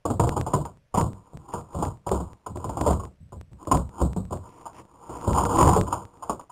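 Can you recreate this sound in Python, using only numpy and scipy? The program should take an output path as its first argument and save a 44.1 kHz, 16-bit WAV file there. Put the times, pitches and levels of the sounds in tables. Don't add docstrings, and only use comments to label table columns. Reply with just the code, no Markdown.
import sys
import numpy as np
from scipy import signal
from scipy.fft import rfft, irfft
from scipy.io import wavfile
from scipy.ndimage import uniform_filter1d

SR = 44100
rng = np.random.default_rng(int(sys.argv[2]) if len(sys.argv) > 2 else 0)


def dump_mix(stems):
    frames = np.atleast_2d(stems).T
    limited = np.clip(frames, -1, 1)
    pcm = np.round(limited * 32767).astype(np.int16)
    wavfile.write(sys.argv[1], SR, pcm)


N = 287091
TIME_S = np.arange(N) / SR
AGE_S = TIME_S[:int(0.5 * SR)]


def undb(db):
    return 10 ** (np.asarray(db) / 20)


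def unit(x):
    return x / np.sqrt(np.sum(x ** 2) + 1e-18)


def level(x, rms_db):
    return unit(x) * np.sqrt(len(x)) * undb(rms_db)


def band(x, lo_hz, hi_hz, order=3):
    return signal.sosfilt(signal.butter(order, [lo_hz, hi_hz], "band", fs=SR, output="sos"), x)


def fade(rise_s, t60_s):
    return (1 - np.exp(-AGE_S / rise_s)) * np.exp(-np.log(1000) * AGE_S / t60_s)


def burst(lo_hz, hi_hz, rise_s, t60_s, order=3):
    return unit(band(rng.standard_normal(len(AGE_S)), lo_hz, hi_hz, order) * fade(rise_s, t60_s))


def add(track, start_s, x):
    i = max(int(start_s * SR), 0)
    track[i:i + len(x)] += x[:max(N - i, 0)]


# freq_hz, relative_density_db
AIR_SPECTRUM = [(25, -6.5), (70, -18.5), (130, -4.5), (300, -30), (600, -17), (1000, -44), (1500, -31.5),
                (3800, -41.5)]
def night_air(level_db=-67.5):
    freq_hz, density_db = np.transpose(AIR_SPECTRUM)
    bins_hz = np.fft.rfftfreq(N, 1 / SR)
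    colour = undb(np.interp(np.log(bins_hz + 1), np.log(freq_hz), density_db))
    return level(irfft(rfft(rng.standard_normal(N)) * colour, N), level_db)


# pitch_hz, relative_db
BIN_MODES = [(67, 4), (75, -6), (88, 4), (103, 4), (115, -5), (126, -3), (148, -2), (193, -5), (227, -11.5),
             (275, -3.5), (300, -8), (336, 0), (384, -6), (425, -8.5), (472, -6), (565, -8.5), (616, -7),
             (706, -10), (824, -9.5), (917, -15.5), (1006, -7.5), (1112, -16), (1258, -23.5)]
# lo_hz, hi_hz, rise_s, ring_t60_s, clatter_t60_s, clatter_db, tail_t60_s, tail_db,
# scrape_share_db
BIN_PARTS = [(55.3, 199, 0.0082, 0.31, 0.25, -15, 0.32, -3, -3.5),
             (206, 650, 0.00026, .12, 0.036, -6, 0.22, 0.5, -1.5),
             (645, 1237, 0.00055, 0.06, 0.052, -3.5, 0.19, -9, 1.5)]
def struck_part(part, softness_s, spot_hz=0, spot_db=3.0, detune=0.012):
    lo_hz, hi_hz, rise_s, ring_t60_s, clatter_t60_s, clatter_db, tail_t60_s, tail_db, _ = part
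    pitch_hz, mode_db = np.transpose([mode for mode in BIN_MODES if lo_hz <= mode[0] < hi_hz])
    polarity, spread, bend = rng.standard_normal((len(BIN_MODES), 3))[:len(pitch_hz)].T
    weights = undb(mode_db) * np.sign(polarity) * np.exp(spread)
    waves = np.sin(np.outer(2 * np.pi * pitch_hz * (1 + detune * bend), AGE_S).astype(np.float32))
    rise_s += abs(softness_s)
    ring = unit(weights @ waves * fade(rise_s, ring_t60_s))
    if lo_hz <= spot_hz < hi_hz:
        spot_t60_s = 0.12 * np.sqrt(400 / spot_hz)
        spot = np.sin(2 * np.pi * spot_hz * AGE_S) * fade(rise_s, spot_t60_s)
        ring = unit(ring + undb(spot_db) * unit(spot))
    clatter = undb(clatter_db) * burst(lo_hz, hi_hz, rise_s, clatter_t60_s)
    tail = undb(tail_db) * burst(lo_hz, hi_hz, 0.0033, tail_t60_s)
    return unit(ring + clatter + tail)


def blow_shares(brightness_db, spot_hz, struck_db=4.0):
    is_struck = np.array([lo_hz <= spot_hz < hi_hz for lo_hz, hi_hz, *_ in BIN_PARTS])
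    tilt_db = np.array([-brightness_db / 2, 0, brightness_db / 2])
    return unit(undb(tilt_db + struck_db * is_struck))


# start_s, strength_db, brightness_db, spot_hz, softness_s
BLOWS = [(0.051, -22, 1, 296, 0.0022), (0.1, -21.5, -2.5, 243, 0.0006), (0.195, -14.5, -8.5, 936, 0.00044),
         (0.236, -22.5, -4, 700, 0.001), (0.269, -23, -6, 362, 0.0009), (0.361, -20.5, -6, 821, 0.021),
         (0.462, -26.5, -2, 873, 0.0082), (0.533, -16, -5.5, 1004, 0.0028), (0.652, -34.5, 6.5, 934, .001),
         (0.94, -21.5, -1, 737, 0.0041), (0.972, -19, 1, 170, 0.00079), (1.011, -20, -17, 101, 0.00079),
         (1.331, -37, -13.5, 149.7, 0.0044), (1.536, -28, -2, 927, 0.00021),
         (1.745, -26.5, -13.5, 748, 0.00046), (1.785, -25.5, -6, 169, .0035),
         (1.822, -21.5, 4.5, 93.6, 0.006), (2.063, -25.5, -2.5, 967, 0.015),
         (2.113, -18.5, -3, 392, 0.00035), (2.199, -29, -2.5, 177, 0.0011), (2.461, -32, 4.5, 1023, 0.0021),
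         (2.5, -33, -44, 81, 0.0091), (2.555, -31, -3.5, 355, 0.006), (2.641, -27.5, -6.5, 1022, 0.00087),
         (2.693, -29, -4, 889, 0.00058), (2.769, -27, -1, 789, .003), (2.809, -21.5, -5, 315, 0.00055),
         (2.86, -16.5, -5, 591, 0.016), (2.875, -21, 1, 434, .0008), (2.904, -19.5, -5.5, 730, 0.00065),
         (2.995, -34.5, -2, 1095, 0.0045), (3.033, -36, -4.5, 1044, 0.0034),
         (3.201, -42.5, -43.5, 81, 0.011), (3.32, -37.5, -9.5, 1002, .002), (3.359, -38, -34, 74, 0.0056),
         (3.512, -41, -25, 63, 0.0055), (3.669, -27.5, -6.5, 286, 0.00089), (3.712, -13.5, 1, 1063, 0.0012),
         (3.74, -17.5, -4, 155.2, 0.00051), (4.013, -15.5, -12.5, 205, 0.00024),
         (4.161, -22.5, -10, 186.7, 0.0025), (4.306, -30, -14.5, 703, 0.0011), (4.322, -28, 5, 362, .0055),
         (4.654, -34.5, 20, 918, 0.011), (5.092, -34.5, -0.5, 315, 0.0022),
         (5.271, -17.5, -14, 200.1, 0.0025), (5.305, -22, -13, 199.7, 0.0013),
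         (5.372, -20.5, 37, 1040, 0.0093), (5.426, -25.5, -7, 976, 0.002),
         (5.582, -16.5, -0.5, 1070, 0.00047), (5.607, -16, 3, 1000, .001), (5.625, -15, -5, 990, 0.00068),
         (5.664, -13, -8, 73.6, 0.00092), (5.688, -18.5, 26, 749, .0008), (5.73, -22.5, 28, 1010, 0.00047),
         (5.76, -14.5, -2.5, 426, 0.0021), (5.924, -23, 33, 962, 0.00042), (6.222, -34.5, 43, 1050, .005),
         (6.294, -23, 15.5, 417, 0.00067), (6.393, -40.5, 24, 563, 0.0034), (6.493, -45.5, 37, 985, .003)]
def knocks(blow_s=0.024, knock_hiss_db=-6.0, rebound_s=0.034, rebound_db=(-9.5, -15, -15.5)):
    out = np.zeros(N)
    for start_s, strength_db, brightness_db, spot_hz, softness_s in BLOWS:
        gains = np.sqrt(blow_s * SR) * undb(strength_db) * blow_shares(brightness_db, spot_hz)
        blow = sum(gain * struck_part(part, softness_s, spot_hz) for gain, part in zip(gains, BIN_PARTS))
        knock_hiss = burst(1450, 3000, rise_s=abs(softness_s) + 1e-6, t60_s=0.17, order=2)
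        add(out, start_s, blow + gains[-1] * undb(knock_hiss_db) * knock_hiss)
        rebound_gains = gains * undb(rebound_db)
        rebound = sum(gain * struck_part(part, softness_s) for gain, part in zip(rebound_gains, BIN_PARTS))
        add(out, start_s + rebound_s, rebound)
    return out


def flexing(bin_sound, relative_db=-16.0, window_s=0.06):
    bass_power = uniform_filter1d(band(bin_sound, 76, 180) ** 2, int(window_s * SR))
    rumble = band(rng.standard_normal(N), 29, 60, order=2)
    return np.sqrt(np.abs(bass_power)) * level(rumble, relative_db)


def seam_ticks(x, first_s=0.0529, block_s=0.12, jump_db=6.5, scatter_db=7, relax_s=0.00069, memory_s=0.016):
    out = np.zeros(N)
    for seam_s in np.arange(first_s, N / SR, block_s):
        side, size = rng.standard_normal(2)
        recent_rms = np.std(x[max(int((seam_s - memory_s) * SR), 0):int(seam_s * SR)])
        jump = np.sign(side) * recent_rms * undb(jump_db + scatter_db * min(size, 1))
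        add(out, seam_s, jump * np.exp(-AGE_S / relax_s))
    return out


# peak_s, force_db, build_s
SHORT_SLIDES = [(0.322, -35.5, 0.072), (.6, -40.5, 0.39), (0.978, -26, 0.032), (1.16, -55.5, .1),
                (1.3, -56.5, 0.28), (1.548, -36, 0.15), (1.839, -36, 0.18), (2.138, -33, 0.072),
                (2.279, -51, 0.16), (2.619, -43, 0.14), (2.9, -33, 0.34), (3.61, -48, 0.047),
                (3.75, -35.5, 0.12), (4.0, -31.5, 0.087), (4.451, -46, 0.13), (4.621, -53.5, 0.9),
                (4.789, -48.5, 0.16), (5.921, -33, 0.26), (6.009, -44.5, 0.19), (6.28, -48.5, 0.34)]
# time_s, relative_force_db
LONG_DRAG = [(4.88, -59), (5.112, -40.5), (5.23, -34.5), (5.386, -23), (5.49, -27), (5.608, -17),
             (5.776, -27.5), (5.836, -50), (5.85, -58)]
def rubbing_force(build_db=26, stop_db_per_s=231, drag_trim_db=-3.5):
    slides_db = [force_db + np.minimum(build_db * (TIME_S - peak_s) / build_s,
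                                       stop_db_per_s * (peak_s - TIME_S))
                 for peak_s, force_db, build_s in SHORT_SLIDES]
    times_s, contour_db = np.transpose(LONG_DRAG)
    outside_s = np.abs(TIME_S - np.clip(TIME_S, times_s[0], times_s[-1]))
    drag_db = np.interp(TIME_S, times_s, contour_db) + drag_trim_db - stop_db_per_s * outside_s
    return undb(np.max(slides_db + [drag_db], axis=0))


def scraping(contacts=3, slips_per_s=110, scatter_db=3.5, grit_db=-3):
    force = rubbing_force()
    out = np.zeros(N)
    for _ in range(contacts):
        is_slip = rng.random(N) < slips_per_s / SR
        sizes = undb(scatter_db * np.minimum(rng.exponential(size=N), 3))
        signs = np.sign(rng.standard_normal(N))
        slips = level(is_slip * sizes * signs, 0) * force
        grit = undb(grit_db) * burst(1550, 3000, rise_s=0.00061, t60_s=0.01, order=2)
        ring = sum(undb(part[-1]) * struck_part(part, softness_s=0.00063) for part in BIN_PARTS)
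        out += signal.fftconvolve(slips, ring + grit)[:N]
    return out / np.sqrt(contacts)


# start_s, length_s, level_db
CRINKLES = [(0.936, 0.078, -51.5), (1.515, 0.031, -60), (4.375, 0.4, -73), (4.721, 0.12, -61.5),
            (4.995, 0.35, -66.5), (5.93, 0.0047, -51)]
def rubbish():
    out = np.zeros(N)
    for start_s, length_s, level_db in CRINKLES:
        crackle = band(rng.standard_normal(len(AGE_S)) ** 3, 1600, 3100)[:int(length_s * SR)]
        add(out, start_s, level(crackle * np.hanning(len(crackle)), level_db))
    return out


def scene(dull_hz=1354, bypass_db=-23.5):
    bin_sound = knocks() + scraping()
    lowpass = signal.butter(9, dull_hz, fs=SR, output="sos")
    dull_bin = signal.sosfilt(lowpass, bin_sound) + undb(bypass_db) * bin_sound
    return np.tile(dull_bin + flexing(bin_sound) + rubbish() + night_air(), (2, 1))


def record(dry, hiss_db=-77, ceiling=0.54, hold_hz=8000, droop_hz=12300, top_hz=15800):
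    x = dry.mean(axis=0) + level(band(rng.standard_normal(N), 100, 3000), hiss_db)
    x = ceiling * np.tanh((x + seam_ticks(x)) / ceiling)
    held_s = np.floor(TIME_S * hold_hz) / hold_hz
    x = np.interp(held_s, TIME_S, x)
    x = signal.sosfilt(signal.butter(3, droop_hz, fs=SR, output="sos"), x)
    x = signal.sosfilt(signal.ellip(8, 0.2, 70, top_hz, fs=SR, output="sos"), x)
    return np.tile(x, (2, 1))


dry = scene()
out = record(dry)
dump_mix(out)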